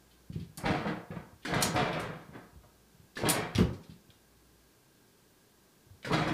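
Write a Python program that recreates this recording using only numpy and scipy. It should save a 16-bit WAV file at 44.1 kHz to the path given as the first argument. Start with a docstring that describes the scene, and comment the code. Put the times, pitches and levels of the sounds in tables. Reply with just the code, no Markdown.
"""Soft paws thud over floorboards, claws skimming, above the faint drone of an appliance in a small bare room.
A cat runs up to a glazed wooden door, leaps at it and paws it. Claws snag and scrape on the wood,
the latch clacks as the play is taken up, and each shove makes the loose leaf and its panes chatter
in the frame. One microphone in the middle of the room, far enough off to hear the walls answer."""
import sys
import numpy as np
from scipy import signal
from scipy.fft import rfft, irfft, next_fast_len
from scipy.io import wavfile
from scipy.ndimage import uniform_filter1d

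SR = 44100
rng = np.random.default_rng(int(sys.argv[2]) if len(sys.argv) > 2 else 0)


def bounce(signal):
    """Save signal as a 16-bit WAV file at the path given by the first command-line argument."""
    frames = np.transpose(np.atleast_2d(signal))
    limited = np.clip(frames, -1, 1)
    pcm = np.round(limited * 32767).astype(np.int16)
    wavfile.write(sys.argv[1], SR, pcm)


N = 279153
SPAN = 32768  # samples for one contact and its room tail
T = np.arange(SPAN) / SR
HZ = np.fft.rfftfreq(SPAN, 1 / SR)

# reverberation at mid-room: f/Hz, t60/s
ROOM_DECAY = [(70, 0.35), (200, 0.36), (1000, 0.59), (3000, 0.3), (6000, 0.32), (10000, 0.19),
              (15000, 0.17)]
# smooth colour of each source: f/Hz, level/dB
AIR_COLOUR = [(20, -13), (43, -16), (80, -12), (106, -3), (286, -6.5), (394, -5), (488, -11), (709, -15),
              (978, -15), (1800, -20.5), (2800, -21.5), (4500, -20.5), (9000, -23.5), (15000, -24.5)]
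FLOOR_COLOUR = [(25, -23), (50, 5.5), (100, 0.5), (250, 7), (400, 15), (520, 7), (700, -3), (1500, -9),
                (5000, -9)]
SLAP_COLOUR = [(60, -31), (200, -5.5), (330, 6.5), (520, -1), (700, -10.5), (1200, -13.5), (2500, -23),
               (8000, -36)]  # a pad meeting the boards
CLAW_COLOUR = [(200, 18), (1500, 5.5), (2500, 7), (4500, 3), (6000, -3), (9200, -2.5), (11000, -2.5),
               (13000, -6), (15000, -9)]
LATCH_COLOUR = [(50, -4), (250, 1), (600, -11), (1100, -11), (1500, -8.5), (2100, -20), (3000, -15.5),
                (5000, -16), (9000, -62), (15000, -63)]
DOOR_COLOUR = [(25, -22), (45, -9.5), (85, -12), (110, -3.5), (200, -2.5), (400, -2), (800, -7),
               (1500, -8.5), (2300, -9.5), (2900, -14.5), (4000, -14), (6000, -22), (10000, -24.5),
               (15000, -32)]
# resonances on those colours, a notch where negative: f/Hz, width/Hz, level/dB
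APPLIANCE_HUM = [(59.2, 4, 27), (199, 5.9, 8), (388, 3.9, -3.5), (1575, 33, 11), (1641, 28, 9)]
FLOOR_MODES = [(75.4, 44, 8), (100, 29, 6.9), (169.6, 51, 5.5), (247, 48, 2.7), (358, 22, 3.3),
               (384, 120, 8.8)]
SLAP_MODES = [(348, 18, -13), (427, 62, 8.5), (523, 43, 6.5)]
CLAW_MODES = [(4000, 670, 0), (9400, 830, 2.5)]
LATCH_MODES = [(1825, 690, 22.5), (2430, 160, 13)]
DOOR_MODES = [(64, 12, 6), (107, 12, 5), (127, 12, 5), (153, 14, 8), (171, 14, 10), (209, 14, 6),
              (265, 14, 3), (309, 14, 9), (335, 12, 4), (460, 22, 4), (503, 18, 4), (630, 20, 5),
              (717, 32, 8), (945, 42, 4), (1110, 35, 3), (1268, 38, 5), (1615, 120, 4), (1956, 32, 3),
              (2346, 20, 9), (3320, 110, 5)]

# paws land, lower in pitch when softer: t/s, level/dB, f/Hz
PAW_FALLS = [(0.299, -38, 146), (0.329, -47.5, 135), (0.357, -33, 141.5), (0.388, -46, 175),
             (0.409, -43, 134), (0.442, -61, 134), (0.575, -46, 153), (0.701, -27, 158),
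             (1.103, -38.5, 162), (1.166, -39.5, 160), (1.328, -52, 150), (1.561, -32.5, 160),
             (1.656, -33.5, 168), (1.688, -36, 159), (2.289, -48, 160), (2.526, -59, 113),
             (2.557, -51, 107), (2.943, -58, 134), (2.996, -53, 130), (3.55, -30.5, 112), (3.584, -21, 164),
             (3.604, -24, 187), (3.622, -25, 116), (3.644, -50, 132), (3.893, -45, 153),
             (4.089, -56.5, 129), (5.862, -58, 109), (5.902, -52.5, 98)]
# a claw catches and snaps free: t/s, level/dB, t60/s, f/Hz
CLAW_SNAGS = [(0.574, -43, 0.03, 8800), (1.542, -47, 0.021, 5960), (1.624, -25, 0.047, 7240),
              (1.93, -43.5, 0.0069, 3470), (3.288, -28, 0.039, 8200), (3.298, -25.5, 0.034, 10000),
              (3.55, -39, 0.011, 4800), (3.557, -36, 0.025, 3740), (3.579, -37.5, 0.013, 3200),
              (4.103, -59.5, 0.013, 3500), (6.028, -54, .09, 2600)]
# a claw slides lightly over the floor or the grain: t/s, level/dB, f/Hz
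CLAW_SCRAPES = [(0.108, -66.5, 3740), (0.322, -60, 3330), (0.394, -60, 4000), (1.421, -61, 3240),
                (1.606, -43, 7160), (1.74, -56, 8500), (1.993, -50.5, 7800), (3.153, -52, 3900),
                (3.728, -61, 5230), (3.828, -64, 4410), (3.895, -63, 3870), (6.116, -45, 4300),
                (6.274, -48, 4700)]
# the latch meets its plate as a leap takes up the play: t/s, level/dB
LATCH_CLACKS = [(1.45, -35.5), (3.169, -37), (6.047, -38)]
# a forepaw leans on the door without a knock: t/s, level/dB, rise/s
DOOR_PUSHES = [(0.577, -47, 0.009), (1.105, -44, .005), (1.151, -45.5, 0.0069), (1.785, -32, 0.0088),
               (1.915, -35, 0.031), (2.028, -42, 0.0089), (2.318, -44.5, 0.035), (2.63, -59, .008),
               (3.51, -40.5, 0.061), (6.26, -32, 0.017)]
# the cat throws its weight on the door and rattles it:
# t/s, level/dB, knock/dB re rattle, rise/s, t60/s, rebound/dB re rattle
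DOOR_BLOWS = [(0.629, -29, -4.5, 0.01, 0.52, -7.5), (0.843, -35, 2.5, .012, 0.28, -11.5),
              (1.516, -30.5, -2, 0.0048, 0.6, -8.5), (1.738, -27, -3.5, 0.0045, 0.46, -9.5),
              (3.228, -27.5, -2.5, .007, 0.49, -5), (6.098, -26.5, -2.5, 0.018, 0.5, -8.5)]


def amp(db):
    """Decibels to gain."""
    return 10 ** (np.asarray(db) / 20)


def unit(x):
    """Scale to rms 1."""
    return x / np.sqrt(np.mean(x ** 2) + 1e-20)


def along(points, hz):
    """Read (f/Hz, value) points on a log frequency axis."""
    f, values = np.transpose(points)
    return np.interp(np.log(hz + 1), np.log(f + 1), values)


def body(colour, modes):
    """Gain over frequency of an object: a smooth colour with resonant peaks."""
    peaks_db = sum(db / (1 + (2 * (HZ - hz) / width) ** 2) for hz, width, db in modes)
    return amp(along(colour, HZ) + peaks_db)


def ring(force, gain):
    """Drive a causal (minimum-phase) resonator of the given gain."""
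    cepstrum = irfft(np.log(np.maximum(gain, 1e-6)))
    cepstrum[1:SPAN // 2] *= 2
    cepstrum[SPAN // 2 + 1:] = 0
    return irfft(rfft(force) * np.exp(rfft(cepstrum)))


def chatter(rise, t60, per_s, scatter_db):
    """Irregular tiny contacts whose force builds up and dies away."""
    force = amp(scatter_db * rng.uniform(-1.7, 1, SPAN)) * rng.choice([-1, 1], SPAN)
    contacts = (rng.random(SPAN) < per_s / SR) * force
    return contacts * np.minimum(T / rise, 1) * amp(-60 * np.maximum(T - rise, 0) / t60)


def add(track, s, sound, db):
    """Mix in a sound at time s, its loudest moment at the given rms level."""
    loudest = np.sqrt(uniform_filter1d(sound ** 2, size=1024).max() + 1e-20)
    part = track[round(s * SR):][:SPAN]
    part += amp(db) / loudest * sound[:len(part)]


def at_mic(x, wet_db, early):
    """Direct sound, an early burst off the nearest walls and a diffuse tail, new for each spot struck."""
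    hz, t, noise = signal.stft(rng.standard_normal(SPAN), SR, nperseg=256)
    decay = amp(-60 * t / along(ROOM_DECAY, hz)[:, None])
    tail = signal.istft(noise * decay, SR, nperseg=256)[1][:SPAN]
    tail *= 1 + early * np.exp(-T / 0.0066)
    return x + amp(wet_db) * signal.fftconvolve(x, tail / np.linalg.norm(tail))[:SPAN]


def room_tone():
    """Quiet air all round the microphone, with the narrow, fuzzy drone of an appliance."""
    gain = np.interp(np.fft.rfftfreq(N, 1 / SR), HZ, body(AIR_COLOUR, APPLIANCE_HUM))
    air = irfft(rfft(rng.standard_normal(N)) * gain, N)
    return amp(-63) * unit(air)


def paws():
    """A padded paw gives the boards one quickly damped push; harder, heavier landings slap more."""
    track = np.zeros(N)
    boards, pad = body(FLOOR_COLOUR, FLOOR_MODES), body(SLAP_COLOUR, SLAP_MODES)
    step_db, step_hz = -45.5, 150  # an ordinary step
    for s, db, pitch_hz in PAW_FALLS:
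        cycles = pitch_hz * T
        push = np.sin(2 * np.pi * cycles) * cycles ** 2 * np.exp(-cycles / 0.33)
        contacts = chatter(rise=0.0025, t60=0.14, per_s=2200, scatter_db=9.5)
        slap = at_mic(ring(contacts, pad), wet_db=0, early=3.2)
        thud = at_mic(ring(push, boards), wet_db=-2.5, early=0)
        slap_db = -23.5 + 28 * np.log2(pitch_hz / step_hz) + 0.36 * (db - step_db)
        add(track, s, unit(thud) + amp(slap_db) * unit(slap), db)
    return track


def claw_slips():
    """Snags let go at once, scrapes swell and fade. Yields t/s, level/dB, rise/s, t60/s, f/Hz."""
    snag_rise_s, scrape_rise_s, scrape_t60_cycles = 0.00064, 0.0053, 650
    for s, db, t60, pitch_hz in CLAW_SNAGS:
        yield s, db, snag_rise_s, t60, pitch_hz
    for s, db, pitch_hz in CLAW_SCRAPES:
        yield s, db, scrape_rise_s, scrape_t60_cycles / pitch_hz, pitch_hz
    for s, db in LATCH_CLACKS:  # the claws take hold at each leap
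        yield s, db - 10.5, snag_rise_s, 0.29, 4900


def claws():
    """A claw slips over the grain in a burst of sharp ticks."""
    track, nail = np.zeros(N), body(CLAW_COLOUR, CLAW_MODES)
    for s, db, rise, t60, pitch_hz in claw_slips():
        bandpass = 1 / np.sqrt(1 + (1.6 * (HZ / pitch_hz - pitch_hz / (HZ + 1))) ** 2)
        ticks = chatter(rise, t60, per_s=3600, scatter_db=7)
        scrape = at_mic(ring(ticks, nail * bandpass), wet_db=4, early=0.78)
        add(track, s, scrape, db)
    return track


def latch():
    """One hard contact on the plate and a brief buzz of rebounds; at mid-room, more echo than direct."""
    track, bolt = np.zeros(N), body(LATCH_COLOUR, LATCH_MODES)
    for s, db in LATCH_CLACKS:
        force = (T == 0) + 0.8 * chatter(rise=0.003, t60=0.01, per_s=2000, scatter_db=10)
        clack = at_mic(ring(force, bolt), wet_db=7, early=2.6)
        add(track, s, clack, db)
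    return track


def door_shoves():
    """The leaf meets the frame, brighter when shoved harder: t/s, level/dB, rise/s, t60/s, cutoff/Hz."""
    ordinary_db = -37

    def cutoff_hz(db):
        return 2720 * 2 ** ((db - ordinary_db) / 16.5)

    def push_t60(db):  # a harder push chatters longer, until the frame damps it
        return min(0.7 * 2 ** ((db - ordinary_db) / 7.5), 0.7)

    for s, db, knock_db, rise, t60, rebound_db in DOOR_BLOWS:
        yield s, db + knock_db, 0.01, 0.15, 880  # a dull knock
        yield s + 0.018, db, rise, t60, cutoff_hz(db)  # then the leaf hits the frame
        yield s + 0.107, db + rebound_db, 0.012, t60, cutoff_hz(db + rebound_db)  # and swings back in
    for s, db, rise in DOOR_PUSHES:
        yield s, db, rise, push_t60(db), cutoff_hz(db)
    for s, db in LATCH_CLACKS:  # the leaf shivers after each clack
        yield s, db, 0.026, push_t60(db), cutoff_hz(db)


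def door():
    """The leaf booms in its low modes as it chatters in the frame; soft contacts are dull and boom more."""
    track, wood = np.zeros(N), body(DOOR_COLOUR, DOOR_MODES)
    low_share = 1 / (1 + (HZ / 260) ** 6)
    for s, db, rise, t60, cutoff_hz in door_shoves():
        lowpass = 1 / np.sqrt(1 + (HZ / cutoff_hz) ** 3.86)
        contacts = chatter(rise, t60, per_s=1100, scatter_db=3.5)
        rattle = at_mic(ring(contacts, wood * lowpass * np.sqrt(1 - low_share)), wet_db=1.5, early=1.5)
        boom = at_mic(ring(contacts, wood * np.sqrt(low_share)), wet_db=-4, early=0)
        boom_db = -2.8 - 2 * np.log2(cutoff_hz / 2500)
        add(track, s, unit(rattle) + amp(boom_db) * unit(boom), db)
    return track


def scene():
    """Everything that reaches one microphone in the middle of the room."""
    return (door() + latch() + claws() + paws() + room_tone())[None]


def record(dry):
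    """The recorder keeps nothing above its band limit."""
    size, top_hz = next_fast_len(N + SR), 15400
    passband = np.fft.rfftfreq(size, 1 / SR) < top_hz
    return irfft(rfft(dry, size) * passband, size)[:, :N]


dry = scene()
out = record(dry)
bounce(out)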